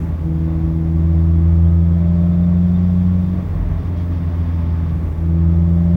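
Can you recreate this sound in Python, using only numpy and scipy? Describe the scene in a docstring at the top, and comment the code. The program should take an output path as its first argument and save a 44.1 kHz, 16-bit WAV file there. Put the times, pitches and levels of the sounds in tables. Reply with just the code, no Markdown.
"""Inside a moving four-cylinder car, microphone at the driver's seat, the engine near 2500 rpm.
From the start the firings boom in the cabin over valve rustle, road rumble, tyre and wind rush and hiss.
The driver accelerates and higher orders sing through panel resonances; a dip thuds, loaded metal chirps.
Near 3.4 s the driver lifts off: a second thud, then rasp and louder rustle as the wheels drive the engine.
Just after 5 s the throttle opens again and the boom swells."""
import sys
import numpy as np
from scipy import signal
from scipy.fft import rfft, irfft, next_fast_len
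from scipy.io import wavfile
from scipy.ndimage import uniform_filter1d, map_coordinates

SR = 44100
rng = np.random.default_rng(int(sys.argv[2]) if len(sys.argv) > 2 else 0)


def generate_wav(signal):
    """Clip the signal to [-1, 1] and save it as 16-bit WAV at the path in sys.argv[1]."""
    frames = np.transpose(np.atleast_2d(signal))
    scaled = np.clip(frames, -1, 1) * 32767
    pcm = np.round(scaled).astype(np.int16)
    wavfile.write(sys.argv[1], SR, pcm)


N = 262836
TIME = np.arange(N) / SR
CRUISE_TURNS_HZ = 42

# Cabin panel resonances around the microphone. Each row: centre in Hz, width in Hz, lift in dB.
PANEL_MODES = [(303.5, 7.1, 7), (484, 5.3, 5.5), (594.4, 21, 7), (667, 14, 7), (847, 35, 5), (1119, 90, 8),
               (1230, 17, 0), (2090, 18, 5)]
# Spectrum of rushing air. Each row: frequency in Hz, relative level in dB.
RUSH_SPECTRUM = [(100, -31), (300, 5), (450, -0.5), (560, 1), (750, -2), (1100, -9), (1400, -10.5),
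                 (1950, -12.5), (2500, -19), (3200, -27.5), (4500, -31), (7000, -45), (17000, -74.5)]


def amp(db):
    """Decibels to gain."""
    return 10 ** (np.asarray(db) / 20)


def unit(x):
    """Scale to rms 1."""
    return x / np.sqrt(np.mean(x ** 2) + 1e-20)


def curve(rows):
    """Join (seconds, value) points into one value per sample."""
    return np.interp(TIME, *np.transpose(rows))


def wobble(rate):
    """A smooth random curve, rate knots a second."""
    return map_coordinates(rng.standard_normal(int(N * rate / SR) + 4), [TIME * rate])


def swell(centre_s, half_length_s):
    """A bell-shaped envelope that peaks at 1."""
    return np.exp(-((TIME - centre_s) / half_length_s) ** 2)


def lift(modes, hz):
    """Gain in dB that a set of resonances gives at these frequencies."""
    return sum(db / (1 + (2 * (hz - centre) / width) ** 2) for centre, width, db in modes)


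def noise(spectrum, modes=()):
    """Noise of rms 1 with a broad spectrum and resonances on top."""
    size = next_fast_len(N + SR // 4)
    hz = np.fft.rfftfreq(size, 1 / SR)
    knot_hz, knot_db = np.transpose(spectrum)
    colour = amp(np.interp(np.log(hz + 1), np.log(knot_hz), knot_db) + lift(modes, hz))
    return unit(irfft(rfft(rng.standard_normal(size)) * colour, size)[:N])


def partial(angle, order, level_db, flutter_rad=0.41, flutter_db=0.5):
    """One engine order; no two combustions are alike, so it flutters in phase and strength."""
    order = np.round(order * 2) / 2  # locked to the four-stroke cycle of two turns
    phase = order * angle + 2 * np.pi * rng.random() + flutter_rad * wobble(15)
    return np.sqrt(2) * amp(level_db + flutter_db * wobble(5.8)) * np.sin(phase)


def swept_orders(orders, modes, turns_hz, angle, throttle):
    """Partials that move from coasting to loaded level with the throttle and swell on resonances."""
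    tones = 0
    for order, coast_db, load_db in orders:
        level_db = coast_db + throttle * (load_db - coast_db)
        tones += partial(angle, order, level_db + lift(modes, order * turns_hz))
    return tones


def crankshaft():
    """Turns per second and angle of the crank, which hunts very slightly."""
    # Engine speed. Each row: time in seconds, rpm.
    rpm = [(0, 2478), (.12, 2460), (.2, 2415), (.8, 2442), (1.4, 2490), (1.75, 2521), (2.3, 2598),
           (2.9, 2682), (3.35, 2709), (3.55, 2664), (4.4, 2547), (4.7, 2502), (5.15, 2454), (5.3, 2487),
           (5.6, 2526), (5.96, 2586)]
    turns_hz = curve(rpm) / 60 * (1 + .0008 * wobble(14))
    return turns_hz, 2 * np.pi * np.cumsum(turns_hz) / SR


def boom(turns_hz, angle, throttle):
    """Two firings a turn fill the cabin; in the overtones, push and drag cancel at light throttle."""
    # Boom at the firing rate. Each row: time in seconds, level in dB.
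    levels = [(0, -22), (.75, -20.5), (1.2, -13), (1.7, -11.5), (2.1, -17), (2.75, -18), (3.16, -16.5),
              (3.27, -21), (3.5, -23.5), (3.9, -20.5), (4.83, -17), (5.08, -22.5), (5.45, -13.5),
              (5.96, -16.5)]
    # Overtones at 2, 3 and 4 times the firing rate, off and on the throttle. Each row: level in dB,
    # then centre in Hz, width in Hz and lift in dB of the cabin peak or dip that it crosses.
    coasting = [(-35, 165, 22, 8.5), (-49.5, 254, 23, 15), (-50.5, 328, 18, 5)]
    loaded = [(-21, 175.1, 14, 7), (-33, 259, 16, -17.5), (-59, 319.6, 70.5, 30.5)]
    tones = amp(curve(levels) + 0.48 * wobble(30)) * np.sin(2 * angle)
    for harmonic, rows in enumerate(zip(coasting, loaded), 2):
        drag, push = [amp(db + lift([mode], 2 * harmonic * turns_hz)) for db, *mode in rows]
        load = throttle ** (harmonic / 2)  # higher overtones need more throttle
        strength = load * push - (1 - throttle) * drag
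        tones += strength * amp(0.38 * wobble(30)) * np.sin(2 * harmonic * angle)
    return -np.sqrt(2) * tones


def upper_orders(turns_hz, angle, throttle):
    """Unequal cylinders add orders that sing in the panels, most of them louder under load."""
    # Engine orders. Each row: rough cycles per crank turn, coasting level in dB, loaded level in dB.
    orders = [(1.5, -48.5, -40.5), (3, -55, -53), (4.5, -59, -54.5), (5, -55, -52), (6.47, -56, -53.5),
              (6.6, -53, -50.5), (6.98, -53.5, -47), (8.5, -65, -60), (9.5, -63, -61.5), (10, -52, -59),
              (11.2, -60.5, -59), (12, -62, -51), (15.4, -64, -66.5), (18, -69, -60.5), (21.6, -72, -64.5),
              (24, -74.5, -60.5), (25.64, -68.5, -68.5), (27.8, -74, -70), (31.7, -76, -69)]
    return swept_orders(orders, PANEL_MODES, turns_hz, angle, throttle)


def thrum(turns_hz, angle, throttle, order=3.5, coast_db=-43.5, load_lift_db=3):
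    """A low order climbs into a cabin air mode and beats against the boom."""
    # Cabin air mode. The row: centre in Hz, width in Hz, lift in dB.
    air_mode = [(155.3, 20, 8.5)]
    return partial(angle, order, coast_db + load_lift_db * throttle + lift(air_mode, order * turns_hz))


def intake_growl(turns_hz, angle, throttle, coast_db=-68, load_lift_db=10):
    """The intake growls under load as order 14 crosses its resonance."""
    # Growl partials. Each row: rough cycles per crank turn, relative level in dB.
    orders = [(13.6, -9), (14, -0.5), (15.7, -9.5), (16, -11)]
    # Intake resonance. The row: centre in Hz, width in Hz, lift in dB.
    intake_mode = [(605, 34, 18.5)]
    level_db = coast_db + load_lift_db * throttle + lift(intake_mode, 14 * turns_hz)
    return sum(partial(angle, order, level_db + db) for order, db in orders)


def gear_whine(turns_hz, angle, throttle):
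    """Gears whine as they cross the resonances of their housing."""
    # Gear tones. Each row: rough cycles per crank turn, coasting level in dB, loaded level in dB.
    orders = [(21.21, -58, -67.5), (29.93, -71.5, -65)]
    # Housing resonances. Each row: centre in Hz, width in Hz, lift in dB.
    housing_modes = [(886.4, 18, 10), (1255, 30, 11.5), (1297, 10, 11)]
    return swept_orders(orders, housing_modes, turns_hz, angle, throttle)


def overrun_db(edge_s=0.016):
    """Lift of the mechanical noise while the wheels drive the engine."""
    # Louder spells. Each row: start in seconds, end in seconds, lift in dB.
    spells = [(3.778, 3.888, 4.5), (3.963, 4.04, 6.5), (4.114, 4.92, 5)]
    return sum(db * np.clip(np.minimum(TIME - start, end - TIME) / edge_s + .5, 0, 1)
               for start, end, db in spells)


def valve_train(turns_hz, angle, throttle, cruise_db=-63, load_lift_db=2.5, db_per_hz=0.73):
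    """Dense ticking blurs into a rustle that grows with speed and load and pulses with the firings."""
    # Valve rustle. Each row: frequency in Hz, relative level in dB.
    spectrum = [(800, -28), (2200, 3.5), (3300, 1), (4100, -2), (5600, -6.5), (7000, -16), (9500, -18),
                (16000, -32)]
    # Engine casing resonances. Each row: centre in Hz, width in Hz, lift in dB.
    casing_modes = [(3250, 56, 9.5), (3370, 39, 8), (3580, 80, 12.5), (4700, 64, 7), (4950, 71, 8),
                    (5680, 240, 6.5)]
    level_db = cruise_db + load_lift_db * throttle + db_per_hz * (turns_hz - CRUISE_TURNS_HZ)
    pulsing = 1 + 0.065 * np.cos(2 * angle)
    return amp(level_db + overrun_db() + 0.54 * wobble(9.9)) * pulsing * noise(spectrum, casing_modes)


def firing_puffs(angle, throttle, loaded_db=-49):
    """Each loaded firing pushes a coarse puff through the panels."""
    pulses = (1 + np.cos(2 * angle)) ** 2
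    return amp(loaded_db) * throttle * unit(noise(RUSH_SPECTRUM, PANEL_MODES) * pulses)


def drivetrain_rasp(throttle, coast_db=-49.5, overrun_share=0.35):
    """Off the throttle the slack drivetrain adds a dry midrange rasp."""
    # Rasp. Each row: frequency in Hz, relative level in dB.
    spectrum = [(500, -25.5), (1100, 4.5), (1400, -7), (1900, -6), (3000, -17), (6000, -34.5),
                (12000, -56.5)]
    return amp(coast_db + overrun_share * overrun_db()) * (1 - throttle) * noise(spectrum)


def tarmac(swing_db=0.5):
    """Roughness of the road under the wheels, in dB."""
    # Rough and smooth stretches. Each row: centre in seconds, change in dB, half length in seconds.
    patches = [(.03, 4, 0.091), (.65, 4, 0.085), (1.799, -4.5, .17), (3.62, 5.5, .24), (5.094, 4, 0.11)]
    return swing_db * wobble(8) + sum(db * swell(s, half_s) for s, db, half_s in patches)


def road_rumble(rough_db, throttle, base_db=-29.5, load_change_db=-1):
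    """Uneven tarmac shakes the body, a little more while the drivetrain is slack."""
    # Body shake. Each row: frequency in Hz, relative level in dB.
    spectrum = [(10, -33), (25, -30), (33, -20), (42, -4.5), (62, 1), (80, -6), (110, -20), (200, -38.5),
                (500, -89.5)]
    shake = noise(spectrum)
    local_power = np.abs(uniform_filter1d(shake ** 2, size=SR // 8))
    even_shake = shake / np.sqrt(local_power + 0.036)
    return amp(base_db + rough_db + load_change_db * throttle) * even_shake


def cabin_drone(rough_db, throttle, base_db=-29, road_share=0.45, load_change_db=-1.5):
    """The road raises a hollow drone in the cabin, stronger off the throttle."""
    # Drone. Each row: frequency in Hz, relative level in dB.
    spectrum = [(40, -35), (80, -0.5), (108, -2.5), (150, 0), (205, -7.5), (300, -12), (400, -19),
                (600, -37.5), (1500, -80)]
    return amp(base_db + road_share * rough_db + load_change_db * throttle + wobble(9.8)) * noise(spectrum)


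def tyre_and_wind(turns_hz, rough_db, cruise_db=-41, db_per_hz=0.22, road_share=0.23):
    """The rush outside comes through the panels, growing with speed and rough tarmac."""
    level_db = cruise_db + db_per_hz * (turns_hz - CRUISE_TURNS_HZ) + road_share * rough_db
    return amp(level_db + 0.64 * wobble(15)) * noise(RUSH_SPECTRUM, PANEL_MODES)


def hiss():
    """A fine, faint hiss lies far above the engine."""
    # Hiss colour. Each row: frequency in Hz, relative level in dB.
    spectrum = [(2000, -20.5), (6000, 3), (8000, 0), (11000, -0.5), (13000, 0.5), (14200, 1.5), (16500, 4),
                (17500, -2)]
    # Hiss strength. Each row: time in seconds, level in dB.
    levels = [(0, -58.5), (.15, -63.5), (1.5, -65.5), (3.5, -63.5), (4.8, -65.7), (5.1, -61.5),
              (5.35, -66.5), (5.96, -63)]
    return amp(curve(levels) + .45 * wobble(16)) * noise(spectrum)


def whistle(hz=15606):
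    """A thin, very high whistle comes up midway and sinks away."""
    # Whistle strength. Each row: time in seconds, level in dB.
    levels = [(0, -81), (2.1, -81.5), (2.7, -72), (4.2, -70), (4.65, -71), (5, -89)]
    return amp(curve(levels) + 1.1 * wobble(10)) * np.sin(2 * np.pi * hz * TIME)


def thuds():
    """Each dip in the road sets the body heaving for a few deep cycles."""
    # Dips. Each row: centre in seconds, peak in dB, frequency in Hz, half length in seconds.
    dips = [(0.664, -21.5, 56.2, 0.054), (3.648, -19, 44.6, 0.12)]
    return sum(amp(db) * swell(s, half_s) * np.sin(2 * np.pi * hz * (TIME - s))
               for s, db, hz, half_s in dips)


def casing_chirps(half_length_s=0.018):
    """Under load a mode of the metal casing flares up for a few hundredths of a second."""
    # Chirps. Each row: centre in seconds, peak in dB, frequency in Hz.
    flares = [(1.66, -59, 3200), (1.83, -59, 3262), (1.94, -58, 3280), (2.22, -59, 3560), (2.33, -58, 3540),
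              (2.44, -55.5, 3582), (2.76, -54, 3580)]
    return sum(amp(db) * swell(s, half_length_s) * np.sin(2 * np.pi * hz * TIME + .4 * wobble(60))
               for s, db, hz in flares)


def scene():
    """Engine, road and air as heard from the driver's seat, in mono."""
    # The driver's foot. Each row: time in seconds, throttle from 0 to 1.
    pedal = [(0, 0), (.19, .2), (.27, .95), (.6, 1), (2.7, .96), (3.17, .95), (3.38, .58), (3.47, .17),
             (3.6, .03), (5.02, 0), (5.11, .22), (5.21, .68), (5.32, 1), (5.96, 1)]
    throttle = curve(pedal)
    turns_hz, angle = crankshaft()
    layers = (boom, upper_orders, thrum, intake_growl, gear_whine, valve_train)
    engine = sum(layer(turns_hz, angle, throttle) for layer in layers)
    engine += firing_puffs(angle, throttle) + drivetrain_rasp(throttle)
    rough_db = tarmac()
    road = road_rumble(rough_db, throttle) + cabin_drone(rough_db, throttle)
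    air = tyre_and_wind(turns_hz, rough_db) + hiss() + whistle()
    return (engine + road + air + thuds() + casing_chirps())[None]


def record(dry, top_hz=17050):
    """The microphone channel keeps nothing above its band limit; short fades keep the ends click-free."""
    size = next_fast_len(N + SR // 4)
    fade = signal.windows.tukey(N, .006 * SR / N)
    passband = np.fft.rfftfreq(size, 1 / SR) < top_hz
    return irfft(rfft(dry * fade, size) * passband, size)[:, :N]


dry = scene()
out = record(dry)
generate_wav(out)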